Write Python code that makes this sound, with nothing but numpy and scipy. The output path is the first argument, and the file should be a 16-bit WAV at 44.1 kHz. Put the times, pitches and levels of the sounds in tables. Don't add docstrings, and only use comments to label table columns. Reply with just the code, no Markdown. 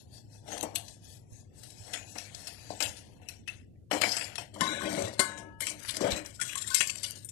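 import sys
import numpy as np
from scipy import signal
from scipy.io import wavfile
from scipy.ndimage import uniform_filter1d

SR = 44100
rng = np.random.default_rng(int(sys.argv[2]) if len(sys.argv) > 2 else 0)


def natural_amplitude(level_db):
    exponent = np.asarray(level_db, float) / 20
    return 10 ** exponent


def transcribe(signal):
    frames = np.atleast_2d(signal).T
    limited = np.clip(frames, -1, 1)
    pcm = np.round(limited * 32767).astype(np.int16)
    wavfile.write(sys.argv[1], SR, pcm)


N = 322371
TIME_S = np.arange(N) / SR
RINSE_S = 4.5
RINSING = TIME_S > RINSE_S

# f/Hz, level/dB per Hz
YARD_SPECTRUM = [(15, -46), (25, -18.5), (112, 0), (156, -12), (620, -24.5), (802, -38), (1640, -54.5),
                 (5500, -120)]
YARD_DB = -53
HUM_HZ, HUM_WIDTH_HZ, HUM_DB = 101.86, 6.6, -59
ECHO_T60_S, ECHO_DB, COVERED_ECHO_DB = 0.29, -14.5, -3

# t/s, peak level/dB, f/Hz, cycles rung, pitch rise 0-1
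FLOOR_BUMPS = [
    (4.618, -8.5, 187, 4.2, 0.04),
    (5.03, -25.5, 91.7, 13, 0.3),
]
# t/s, peak level/dB, f/Hz, cycles rung, pitch rise 0-1
GRIP_BUMPS = [
    (1.319, -25, 86.1, 3.5, 0.011),
    (1.799, -32, 99.6, 7.5, 0.0052),
    (2.848, -30, 91.5, 6.5, 0),
    (2.889, -28, 88, 5.4, 0.003),
    (6.119, -16, 73, 4.5, 0),
]
COVER_HZ, COVER_TOP_HZ, COVER_LEAD_SAMPLES = 125, 1600, 9
OWN_DB, SHARED_RUMBLE_GAIN = -58.5, .5
SELF_NOISE_DB = [
    [-87],
    [-80],
]

# f/Hz, level/dB per Hz
PAD_SPECTRUM = [(1470, -55), (2500, -13), (3170, -4), (3640, -3), (5070, 1), (11500, -4.5), (13000, -18),
                (14000, -53.5)]
# f/Hz, level/dB per Hz
WATER_SPECTRUM = [(1470, -36.5), (2500, 0), (3690, 11), (6200, 11.5), (8270, 12.5), (12700, -4),
                  (13400, 3.5), (14000, -50)]
# f/Hz, level/dB per Hz
GRIT_SPECTRUM = [(850, -16.5), (1100, -15), (1350, -10), (1700, 0), (2400, -7), (3500, -4.5)]
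# f/Hz, width/Hz, level/dB
CUP_HOLLOW = [(197, 24, -3), (301, 31, -1), (484, 78, -1.5), (617, 37, 3.5), (717, 55, 2.5), (876, 200, -4)]
# f/Hz, width/Hz, level/dB
POT_HOLLOW = [(187, 72, -4.5), (309.2, 15.7, 4), (383, 7.3, 1.5), (469, 49, -6), (561.5, 16.8, 5.5),
              (654, 52, -1.5), (880, 430, -13)]
# f/Hz, width/Hz, level/dB
CUP_SONG = [(1728, 92, 0.5), (2540, 150, 2), (3460, 340, 2.5), (4120, 25, -4.5), (5900, 530, -0.5),
            (6300, 37, 0.5), (7380, 81, -31.5), (8000, 67, -1), (9200, 120, -2)]
# f/Hz, width/Hz, level/dB
POT_SONG = [(1060, 13, -6), (1470, 51, -5.5), (1703, 20, -9), (2120, 28, -1.5), (2326, 30, -7),
            (2650, 86, -12), (2865, 26, -7.5), (3150, 35, -14), (3527, 30, -8.5), (3900, 27, -3),
            (5000, 110, -18.5), (5855, 51, -8.5), (7360, 45, -8), (8300, 34, -6)]
STEEL_LOW_HZ, STEEL_HIGH_HZ, STEEL_WIDTH_HZ, STEEL_DB = 1014, 10840, 20, -9.5

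# t/s of full pressure, hold/s, hiss level/dB
STROKES = [(0.001, 0.0035, -49), (0.144, 0.037, -46.5), (0.335, 0.027, -47), (0.85, 0.088, -47.5),
           (1.051, 0.12, -47.5), (1.329, 0.078, -52), (1.584, 0.14, -48), (1.781, 0.22, -46.5),
           (2.08, 0.18, -44.5), (2.361, 0.17, -43), (2.6, 0.39, -48), (3.052, 0.12, -59), (3.3, 0.043, -60)]
STROKE_GRIT_DB, STROKE_DRAG_DB, STROKE_RISE_DB_PER_S, STROKE_FALL_DB_PER_S = -15, -20, 310.5, 304
# t/s of full contact, hold/s, hiss, grit, drag level/dB
SLIDES = [(0.01, 1.8, -105, -72, -73), (0.49, 0.094, -42.5, -47.5, -45), (0.64, 0.13, -66.5, -69, -49.5),
          (1.88, 0.1, -55, -44, -53.5), (2.19, 0.73, -60.5, -49, -65), (3.76, 0.055, -96, -70, -82),
          (4.08, 0.064, -29.5, -31, -46), (4.22, 0.11, -55, -42.5, -54), (4.56, 0.021, -91, -66, -47),
          (4.63, 0.11, -35.5, -30.5, -38.5), (4.84, 0.21, -34, -37.5, -33.5), (5.26, 0.15, -60, -51, -50),
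          (5.205, 0.11, -63, -49, -61), (1.25, 0.51, -88, -77, -91.5), (3.0, 0.33, -93, -62, -65),
          (5.38, 0.12, -84, -90, -58)]
SLIDE_RISE_DB_PER_S, SLIDE_FALL_DB_PER_S = 402.5, 148
# t/s of full flow, hold/s, hiss, grit, drag level/dB
FLOWS = [
    (5.955, 0.058, -80, -67, -47),
    (5.66, 0.087, -71, -52, -49),
    (5.83, 0.15, -33, -38, -65),
    (6.03, 0.15, -47, -32.5, -38),
    (6.3, 0.071, -48, -57, -63.5),
    (6.45, 0.27, -34, -39.5, -61),
    (6.8, 0.37, -40, -48.5, -59.5),
]
FLOW_RISE_DB_PER_S, FLOW_FALL_DB_PER_S = 405, 206

# f/Hz, level/dB, t60/s
CUP_MODES = [(690, -5.5, 0.17), (1920, -29, 0.1), (2563, 4, 0.059), (4060, -24, 0.34), (4900, -41.5, 0.3),
             (5450, 10, 0.017), (6500, -41.5, .08), (7600, -19.5, 0.062), (9050, -7, 0.03)]
# f/Hz, level/dB, t60/s
POT_MODES = [(911, -28, 1.6), (1061, -21, .5), (1492, -9, .3), (1691, -19, .9), (2100, -8, .22),
             (2925, -31, .7), (1297, -33, 1.2), (3873, -18, .28), (4667, -14, .12), (5770, -20, .3),
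             (6573, -16, .25), (7440, -17, .15), (5420, -16, .15), (8958, -21, .2)]
# f/Hz, level/dB, t60/s
POT_TWINS = [(925, -41.5, 0.95), (1080, -27, 0.44), (1344, -15, 0.32), (1523, -9.5, 0.38),
             (2140, -19.5, 0.18), (3900, -15.5, .1)]
# t/s, peak level/dB, body re peak/dB, t60/s, ringing/dB
CUP_TICKS = [(0.577, -27.5, -11, 0.034, -44), (0.757, -16.5, -23, 0.054, -19), (0.774, -41, -9, 0.24, -7.5),
             (0.881, -41, -20, 0.087, -13), (1.633, -42.5, -13.5, 0.23, -25), (1.703, -44, -30, 0.073, -30),
             (1.934, -35.5, 3.5, 0.23, -2), (2.184, -35, -9.5, 0.15, -9), (2.347, -45, -39, 0.13, -10),
             (2.471, -32.5, -11.5, 0.12, -12.5), (2.541, -61, -20, 0.08, -22), (2.827, -34, -14, 0.15, -27),
             (2.966, -44, -17, 0.2, -24), (3.2865, -27, -43, 0.026, -22), (3.29, -45, -9.5, .3, -33),
             (3.4765, -37, 3, 0.031, -26), (3.48, -44.5, 0, 0.35, -37), (4.014, -22, 4, 0.077, -27),
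             (4.167, -30, -2.5, 0.18, -8), (4.211, -35, -1.5, 0.24, -9), (4.355, -31, -5, 0.046, -28)]
# t/s, peak level/dB, body re peak/dB, t60/s, ringing/dB
CUP_KNOCKS = [
    (0.478, -48.5, -1, 1, -51),
    (0.518, -43.5, 2, 0.23, -36.5),
    (2.154, -44, 2.5, 0.18, -30),
    (2.804, -27.5, -3.5, 0.31, -5.5),
    (3.216, -60.5, 3.5, 0.54, -13),
    (3.912, -29.5, 6.5, 0.2, -16.5),
    (4.034, -29, 6, 0.17, -19),
    (4.381, -38, -0.5, 0.25, 0.5),
]
# t/s, peak level/dB, body re peak/dB, t60/s, ringing/dB
CUP_THUMPS = [
    (0.629, -42, -1.5, 0.13, -14),
    (2.702, -43, -10, 0.19, -24),
    (2.858, -43.5, -28.5, 0.078, -21),
    (3.929, -38.5, -7.5, 0.38, 2),
]
# t/s, peak level/dB, body re peak/dB, t60/s, ringing/dB
POT_BLOWS = [
    (4.54, -45.5, -8, 0.23, -25),
    (4.6078, -20.5, -1.5, 0.05, -2),
    (4.6203, -73, -14, .36, 16),
    (4.8551, -37.5, 6.5, 0.045, 5),
    (5.0034, -56.5, 7, 0.31, 3),
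    (5.1933, -17, -11, 0.15, 1.5),
    (5.3753, -42.5, -3.5, 0.18, -1.5),
]
# t/s, peak level/dB, body re peak/dB, t60/s
SLAPS = [(5.6047, -28.5, -4, 0.24), (5.6547, -52, -7, 0.071), (5.6682, -29.5, -6, 0.23),
         (5.8846, -30.5, -18, 0.24), (5.9469, -47, -19, .05), (5.9684, -33, -7, 0.032),
         (6.1051, -32.5, -9, 0.17), (6.119, -35, -5, 0.15), (6.162, -34.5, -22, 0.15),
         (6.2477, -49, 4, 0.22), (6.2585, -46.5, -25, 0.34), (6.399, -36, -9, 0.085),
         (6.4131, -27.5, -1.5, 0.11), (6.49, -51, 8, 0.23), (6.531, -37, -3, 0.033),
         (6.5543, -26, -12, 0.043), (6.6738, -31, -42, 0.079), (6.7022, -34, -33, 0.2),
         (6.7446, -21, -16.5, 0.34), (6.8053, -22, 2, 0.11), (6.8704, -30.5, -22, 0.13),
         (6.8977, -25.5, -8, 0.062), (6.9558, -30.5, -6, 0.021), (6.9955, -47, -20, 0.039),
         (7.0307, -27, -17, 0.21), (7.1093, -38, -33, 0.012), (7.155, -39, -34, 0.084),
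         (7.2468, -53.5, -44, 0.4), (7.2873, -68, -38, 0.059)]
# t/s, peak level/dB, body re peak/dB, t60/s
SLOSHES = [
    (6.0058, -33, -11.5, 0.25),
    (6.045, -54, 13, 0.17),
    (6.073, -49.5, 7, 0.16),
]
TICK_THUD_DB, KNOCK_THUD_DB, THUMP_THUD_DB = -10.5, 1, 20.5
POT_THUD_DB, SLAP_THUD_DB, SLOSH_THUD_DB = 1.5, -13.5, 17
WATER_RINGING_DB = -23
IMPACT_GAIN, IMPACT_S = 0.46, 0.0037

# t/s, peak level/dB
CRACKS = [(0.61, -13), (0.7583, -11), (1.933, -35), (2.1815, -20), (2.3468, -38), (2.472, -25.5),
          (2.805, -6), (3.2856, -42), (3.476, -28), (3.91, -33), (4.0116, -19), (5.1953, -30.5),
          (5.668, -15), (5.968, -11), (6.413, -36), (6.7434, -29), (6.8063, -24), (6.872, -23),
          (7.246, -46), (7.289, -46)]
# t/s, peak level/dB, f/Hz, decay/ms
TICKS = [(0.569, -27, 945, 2.7), (0.628, -16.5, 7860, 10.3), (0.753, -17, 7840, 5.1),
         (1.937, -20.5, 3100, 7), (2.184, -24, 6000, 2.8), (2.348, -23.5, 5000, 5), (2.471, -34, 5150, 4.0),
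         (2.806, -24.5, 784, 4.2), (2.825, -10.5, 5050, 4.8), (2.86, -21.5, 3400, 4.5),
         (3.287, -27, 5840, 2.9), (3.479, -24.5, 2685, 3.6), (3.913, -22.5, 890, 5.7),
         (4.38, -28, 740, 7.4), (4.561, -32, 990, 9.0), (4.818, -25, 1530, 5.6), (4.95, -22.5, 2350, 2.5),
         (5.022, -17.5, 6200, 2.2), (5.319, -32, 1950, 6.1), (5.7, -22.5, 6460, 7.5),
         (5.82, -49, 2294, 2.5), (5.849, -29, 1860, 4.9), (5.891, -17, 3440, 13), (5.908, -18.5, 7770, 3.3),
         (5.948, -30, 2250, 3.2), (5.969, -18.5, 7800, 3), (6.016, -21, 3730, 2), (6.043, -24, 2150, 6.5),
         (6.071, -22, 1490, 4.5), (6.119, -20, 3870, 5.7), (6.196, -39, 2260, 4.0), (6.26, -27, 5330, 4.0),
         (6.356, -45, 8000, 4.5), (6.414, -27, 1920, 8.6), (6.594, -42, 7810, 3.1),
         (6.745, -3.5, 7120, 7.3), (6.81, -12, 1900, 1.9), (6.873, -20, 6810, 3.5), (6.896, -20, 2750, 3.3),
         (7.043, -20, 2892, 7.2), (7.108, -19, 8900, 1.9), (7.117, -25, 6510, 4.7),
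         (7.246, -26.5, 8900, 14), (7.289, -26, 6740, 9.2)]
# t/s, peak level/dB, f/Hz, decay/ms
CHATTER = [
    (4.019, -12, 2430, 13),
    (4.050, -18, 2300, 9.8),
    (4.092, -21, 4700, 10.0),
    (4.118, -16, 5300, 8.8),
    (4.242, -28, 4900, 9.7),
]
TICK_DB, TICK_WIDTH_RATIO = -7.5, .22
# t/s, peak level/dB, f/Hz, cycles rung, pitch rise (last pitch is f times 1 + 2
DROPS = [(0.629, -27, 617, 50, 0.05), (2.700, -33, 717, 35, 0), (3.477, -17, 2426, 110, 0.11),
         (4.380, -30, 990, 40, 0), (5.200, -19, 1070, 110, 0.05), (5.604, -30, 570, 52, 0),
         (5.628, -19, 2090, 68, 0.04), (6.004, -18.5, 297, 50, 1.56), (6.036, -11.5, 573, 72, 0),
         (6.389, -31.5, 1450, 290, 0), (6.412, -29, 1785, 50, 0), (6.490, -23.5, 2350, 83, 0.18),
         (6.526, -24, 1600, 40, 0), (6.549, -29.5, 1060, 98, 0.1), (6.558, -31, 1640, 50, 0),
         (6.638, -23, 1870, 49, 0), (6.698, -38, 1060, 320, 0.02), (6.710, -28.5, 1510, 270, 0.02),
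         (6.805, -8.5, 1700, 45, 0.1), (6.896, -27, 2060, 45, 0.2)]
# t/s, peak level/dB, f/Hz, cycles rung, pitch rise 0-1
CATCHES = [(4.537, -41, 3160, 200, 0), (4.608, -11.5, 1045, 83, 0), (4.610, -17, 1715, 94, 0.08),
           (4.612, -33, 3750, 210, 0), (4.650, -21, 1060, 140, 0.02), (4.656, -25, 2095, 170, 0),
           (4.676, -31, 3900, 300, 0), (4.687, -23, 1498, 160, 0), (4.734, -28.5, 1695, 220, 0),
           (4.780, -35.5, 1510, 610, 0), (4.801, -24, 1083, 86, 0), (4.850, -28, 2360, 140, 0.13),
           (4.980, -23.5, 2110, 100, 0.15), (5.070, -32, 1910, 130, 0)]
NOTE_ROUGHNESS, NOTE_SWELL_CYCLES = 0.88, 9.0

# f/Hz, level/dB
HEARING = [(200, -110), (550, -88.5), (1100, -93.5), (3000, -100), (11000, -100), (12800, -107),
           (13400, -82)]
MASK_DB, ROUND_OFF, COVERED_PENALTY_DB = -29.5, 0.78, 8
NEIGHBOUR_DB, FAMINE_DB, STEP_ERROR_DB = -10.5, 5, 4
CUTOFF_HZ = 14300


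def rms_one(x):
    return x / np.sqrt(np.mean(x ** 2) + 1e-20)


def at_hz(points, hz):
    points = np.array(points)
    return np.interp(np.log(hz), np.log(points[:, 0]), points[:, 1])


def band(x, low_hz, high_hz):
    return signal.sosfilt(signal.butter(2, [low_hz, high_hz], "band", fs=SR, output="sos"), x)


def drift(rate_hz):
    r = np.exp(-80 * np.pi * rate_hz / SR)
    slow = signal.lfilter([1], [1, -2 * r, r * r], rng.standard_normal(N // 40 + 2002))[2000:]
    return np.interp(np.arange(N) / 40, np.arange(len(slow)), rms_one(slow))


def resonance(x, hz, width_hz):
    r = np.exp(-np.pi * width_hz / SR)
    poles = [1, -2 * r * np.cos(2 * np.pi * hz / SR), r * r]
    return signal.lfilter(np.array([1, 0, -1]) * (1 - r * r) / 2, poles, x)


def resonant(source, peaks):
    out = 0
    for k, (hz, width_hz, level_db) in enumerate(peaks):
        out = out + natural_amplitude(level_db) * resonance(source, hz, width_hz) * (-1) ** k
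    return rms_one(out)


def ring(clicks, hz, t60_s):
    r = natural_amplitude(-60 / (t60_s * SR))
    w = 2 * np.pi * hz / SR
    return signal.lfilter([0, np.sin(w)], [1, -2 * r * np.cos(w), r * r], clicks + 1e-18)


def grains(per_s, spread_db):
    size_draw, time_draw = rng.random((2, N))
    sizes = natural_amplitude(spread_db * np.minimum(-np.log(size_draw + 1e-9), 5))
    sizes = sizes * np.sign(time_draw * SR / per_s - .5)
    return rms_one(sizes * (time_draw < per_s / SR))


def coloured(source, spectrum, patchy_db, patch_hz):
    low_hz, high_hz = spectrum[0][0], spectrum[-1][0]
    edges = low_hz * 2 ** np.arange(0, np.log2(high_hz / low_hz) + .1, 1 / 3)
    out = 0
    for k, (low, high) in enumerate(zip(edges, edges[1:])):
        gain = natural_amplitude(at_hz(spectrum, np.sqrt(low * high)) + patchy_db * drift(patch_hz))
        out = out + gain * band(source, low, high) * (-1) ** k
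    return rms_one(out)


def yard():
    hum = resonance(rng.standard_normal(N), HUM_HZ, HUM_WIDTH_HZ)
    hum = resonance(hum, HUM_HZ, 2 * HUM_WIDTH_HZ)
    rumble = coloured(rng.standard_normal(N), YARD_SPECTRUM, 0.77, 0.88)
    return natural_amplitude(YARD_DB) * rumble, natural_amplitude(HUM_DB) * rms_one(hum)


def walls(x):
    t = np.arange(SR // 2) / SR
    tail = band(rng.standard_normal(len(t)), 210, 11000) * natural_amplitude(-60 * t / ECHO_T60_S) * (t > .008)
    return signal.fftconvolve(x, tail / np.sqrt(np.sum(tail ** 2)))[:N]


def cover_rumble():
    gain = natural_amplitude(OWN_DB + 2.0 * drift(12.0))
    return gain * rms_one(band(band(rng.standard_normal(N), 43, 250), 44, 560))


def through_cover(air):
    lows = signal.lfilter(*signal.butter(1, COVER_HZ, fs=SR), air)
    return signal.lfilter(*signal.butter(3, COVER_TOP_HZ, fs=SR), np.roll(lows, -COVER_LEAD_SAMPLES))


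def plops(table, gain_db, swell_cycles=1):
    out = np.zeros(N)
    for s, peak_db, hz, cycles, rise in table:
        turns = hz * np.arange(int(cycles * SR / hz)) / SR
        wave = np.sin(2 * np.pi * turns * (1 + rise * turns / cycles))
        wave = wave * natural_amplitude(-50 * turns / cycles) * (1 - np.exp(-turns / swell_cycles))
        out[round(s * SR):][:len(wave)] += natural_amplitude(peak_db + gain_db) * wave
    return out


def ticks():
    out = np.zeros(N)
    t = np.arange(SR // 12) / SR
    for s, peak_db, hz, decay_ms in TICKS + CHATTER:
        spray = rng.standard_normal(len(t)) * np.exp(-1000 * t / max(decay_ms, .3))
        wave = resonance(spray, hz, TICK_WIDTH_RATIO * hz)
        part = out[round(s * SR):][:len(t)]
        part += (natural_amplitude(peak_db + TICK_DB) * 2 * wave / np.abs(wave).max())[:len(part)]
    return out


def cracks():
    out = np.zeros(N)
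    t = np.arange(SR // 100) / SR
    for s, peak_db in CRACKS:
        spray = rng.standard_normal(len(t)) * np.exp(-t / 0.0016)
        out[round(s * SR):][:len(t)] += natural_amplitude(peak_db - 9.5) * spray
    return band(out, 1800, 19000)


def steel(source):
    hz = np.geomspace(STEEL_LOW_HZ, STEEL_HIGH_HZ, num=30) * rng.uniform(.96, 1.04, size=30)
    level_db = at_hz(WATER_SPECTRUM, np.minimum(hz, 4000)) / 2 + rng.normal(0, 3.6, len(hz))
    return resonant(source, zip(hz, np.full(len(hz), STEEL_WIDTH_HZ), level_db))


def hollow(source):
    return np.where(RINSING, resonant(source, POT_HOLLOW), resonant(source, CUP_HOLLOW))


def contacts(rows, thud_db):
    out = []
    for s, peak_db, body_db, t60_s, *ringing_db in rows:
        out.append((s, peak_db, body_db, body_db + thud_db, t60_s, *(ringing_db or [WATER_RINGING_DB])))
    return out


def blows(table, modes, colour, damping, twins=()):
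    top, body, thud = np.zeros((3, N))
    for s, peak_db, body_db, thud_db, t60_s, _ in table:
        at = round(s * SR)
        t = np.arange(min(N - at, SR // 3)) / SR
        fade = natural_amplitude(peak_db - 60 * t / max(t60_s, .01)) * (1 - np.exp(-t / .0008))
        fade *= (1 + IMPACT_GAIN * np.exp(-t / IMPACT_S)) / np.sqrt(1 + IMPACT_GAIN)
        top[at:at + len(t)] += fade
        body[at:at + len(t)] += fade * natural_amplitude(body_db)
        thud[at:at + len(t)] += fade * natural_amplitude(thud_db) * (1 - np.exp(-t / .002))
    out = top * colour[0] + body * colour[1] + thud * colour[2]
    rows = np.array(table)
    starts = np.round(rows[:, 0] * SR).astype(int)
    chance_db = rng.normal(0, 1.2, (len(rows), len(modes)))
    for k, (hz, level_db, t60_s) in [*enumerate(modes), *enumerate(twins)]:
        clicks = np.zeros(N)
        clicks[starts] = natural_amplitude(rows[:, 1] + rows[:, 5] + level_db + chance_db[:, k])
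        out += ring(clicks, hz, t60_s / damping)
    return out


def pressure(rows, rise_db_per_s, fall_db_per_s):
    t = np.arange(0, N + 64, 64) / SR
    out = 1e-6
    for s, held_s, *level_db in rows:
        loss_db = rise_db_per_s * np.maximum(s - t, 0) + fall_db_per_s * np.maximum(t - s - held_s, 0)
        out = out + natural_amplitude(np.array(level_db)[:, None] - loss_db)
    return np.array([np.interp(TIME_S, t, row) for row in out])


def movements():
    strokes = [(s, held_s, db, db + STROKE_GRIT_DB, db + STROKE_DRAG_DB) for s, held_s, db in STROKES]
    gain = pressure(strokes, STROKE_RISE_DB_PER_S, STROKE_FALL_DB_PER_S)
    gain += pressure(SLIDES, SLIDE_RISE_DB_PER_S, SLIDE_FALL_DB_PER_S)
    gain += pressure(FLOWS, FLOW_RISE_DB_PER_S, FLOW_FALL_DB_PER_S)
    return 20 * np.log10(gain)


def rubbing(hiss_db, grit_db, drag_db):
    fibres = grains(9000.0, 1.0)
    pad = coloured(fibres, PAD_SPECTRUM, 1.7, 26.0) + natural_amplitude(-5.5) * resonant(fibres, CUP_SONG)
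    spatter = grains(3300.0, 0.89) * natural_amplitude(4.3 * drift(35.0))
    water = coloured(spatter, WATER_SPECTRUM, 0.4, 6.4)
    hiss = np.where(RINSING, water, pad)
    grit_grains = grains(2200.0, 0.91)
    grit = coloured(grit_grains, GRIT_SPECTRUM, 3.0, 18.0)
    pot_dragged = (TIME_S > POT_BLOWS[1][0]) * (TIME_S < POT_BLOWS[-2][0])
    song = resonant(grit_grains, POT_SONG) * pot_dragged
    song = song + natural_amplitude(-14.5) * steel(grit_grains) * ~RINSING
    drag = hollow(grains(700.0, 2.6))
    return natural_amplitude(hiss_db - 6.5) * hiss + natural_amplitude(grit_db - 9.0) * (grit + natural_amplitude(4.5) * song) + natural_amplitude(drag_db + 1.0) * drag


def washing():
    cup = contacts(CUP_TICKS, TICK_THUD_DB) + contacts(CUP_KNOCKS, KNOCK_THUD_DB)
    cup += contacts(CUP_THUMPS, THUMP_THUD_DB)
    pot = contacts(POT_BLOWS, POT_THUD_DB)
    water = contacts(SLAPS, SLAP_THUD_DB) + contacts(SLOSHES, SLOSH_THUD_DB)
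    rattle = grains(6000.0, 3.3)
    bright = coloured(rattle, WATER_SPECTRUM, 4.0, 20.0)
    body = coloured(rattle, GRIT_SPECTRUM, 3.0, 20.0)
    bright = bright + natural_amplitude(STEEL_DB) * np.where(RINSING, resonant(rattle, POT_SONG), steel(rattle))
    colour = bright, body, hollow(grains(1500.0, 3.8))
    flutter = 1 + NOTE_ROUGHNESS * np.tanh(rms_one(band(rattle, 9.7, 90)))
    dishes = rubbing(*movements())
    dishes += blows(cup, CUP_MODES, colour, 0.72)
    dishes += blows(pot, POT_MODES, colour, 0.86, POT_TWINS)
    dishes += cracks()
    dishes += blows(water, POT_MODES, colour, 0.78)
    return dishes + plops(DROPS + CATCHES, 0.64, NOTE_SWELL_CYCLES) * flutter


def scene():
    dishes = washing()
    rumble, hum = yard()
    common = dishes + natural_amplitude(ECHO_DB) * walls(dishes) + hum + plops(FLOOR_BUMPS, 0)
    own = cover_rumble() + plops(GRIP_BUMPS, 2.3)
    common += ticks()
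    covered_echo = natural_amplitude(COVERED_ECHO_DB) * band(walls(dishes), 600, 4000)
    covered = through_cover(common + covered_echo + SHARED_RUMBLE_GAIN * rumble)
    return np.array([common + rumble, covered + own])


def thin_bands(x):
    hz, _, lines = signal.stft(x, SR, window="cosine", nperseg=1024)
    starts = np.r_[0:96:4, 96:len(hz):8]
    widths = np.diff(np.r_[starts, len(hz)])
    start_bin = starts[:, None]
    level = np.sqrt(np.add.reduceat(np.abs(lines) ** 2, starts, axis=1) / widths[:, None])
    famine = rms_one(uniform_filter1d(rng.standard_normal(level.shape), size=12, axis=2))
    limit = natural_amplitude(at_hz(HEARING, hz[starts] + 90)[:, None] + FAMINE_DB * famine)
    limit = limit + natural_amplitude(MASK_DB) * level[:, 6:].mean(axis=1, keepdims=True)
    limit = limit * natural_amplitude(np.array([0, COVERED_PENALTY_DB]))[:, None, None]
    neighbours = uniform_filter1d(level, size=7, axis=1) * (start_bin > 20)
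    limit = limit + natural_amplitude(NEIGHBOUR_DB + FAMINE_DB * famine) * neighbours
    limit *= start_bin > 4
    kept = np.repeat(level > limit, widths, axis=1)
    kept &= np.abs(lines) > ROUND_OFF * np.repeat(np.sqrt(level * limit), widths, axis=1)
    error = natural_amplitude(STEP_ERROR_DB * famine[:, ::-1] * (start_bin > 50))
    lines = lines * kept * np.repeat(error, widths, axis=1)
    return signal.istft(lines, SR, window="cosine", nperseg=1024)[1][:, :N]


def guard_attacks(thinned, x):
    before = np.sqrt(uniform_filter1d(x ** 2, size=96, axis=1) + 1e-12)
    after = np.sqrt(uniform_filter1d(thinned ** 2, size=96, axis=1) + 1e-12)
    return thinned * uniform_filter1d(np.minimum(1, 1.5 * before / after), size=32, axis=1)


def low_pass(x):
    return signal.sosfilt(signal.butter(12, 14290, fs=SR, output="sos"), x)


def record(dry):
    rounded = signal.lfilter(*signal.butter(1, 35, "high", fs=SR), .8 * np.tanh(dry / .8))
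    cut = signal.sosfilt(signal.cheby2(10, 50, CUTOFF_HZ, fs=SR, output="sos"), rounded)
    mix = guard_attacks(thin_bands(cut), cut)
    mix = mix + natural_amplitude(np.array(SELF_NOISE_DB)) * band(rng.standard_normal(cut.shape), 60, 12500)
    return low_pass(mix)


dry = scene()
out = record(dry)
transcribe(out)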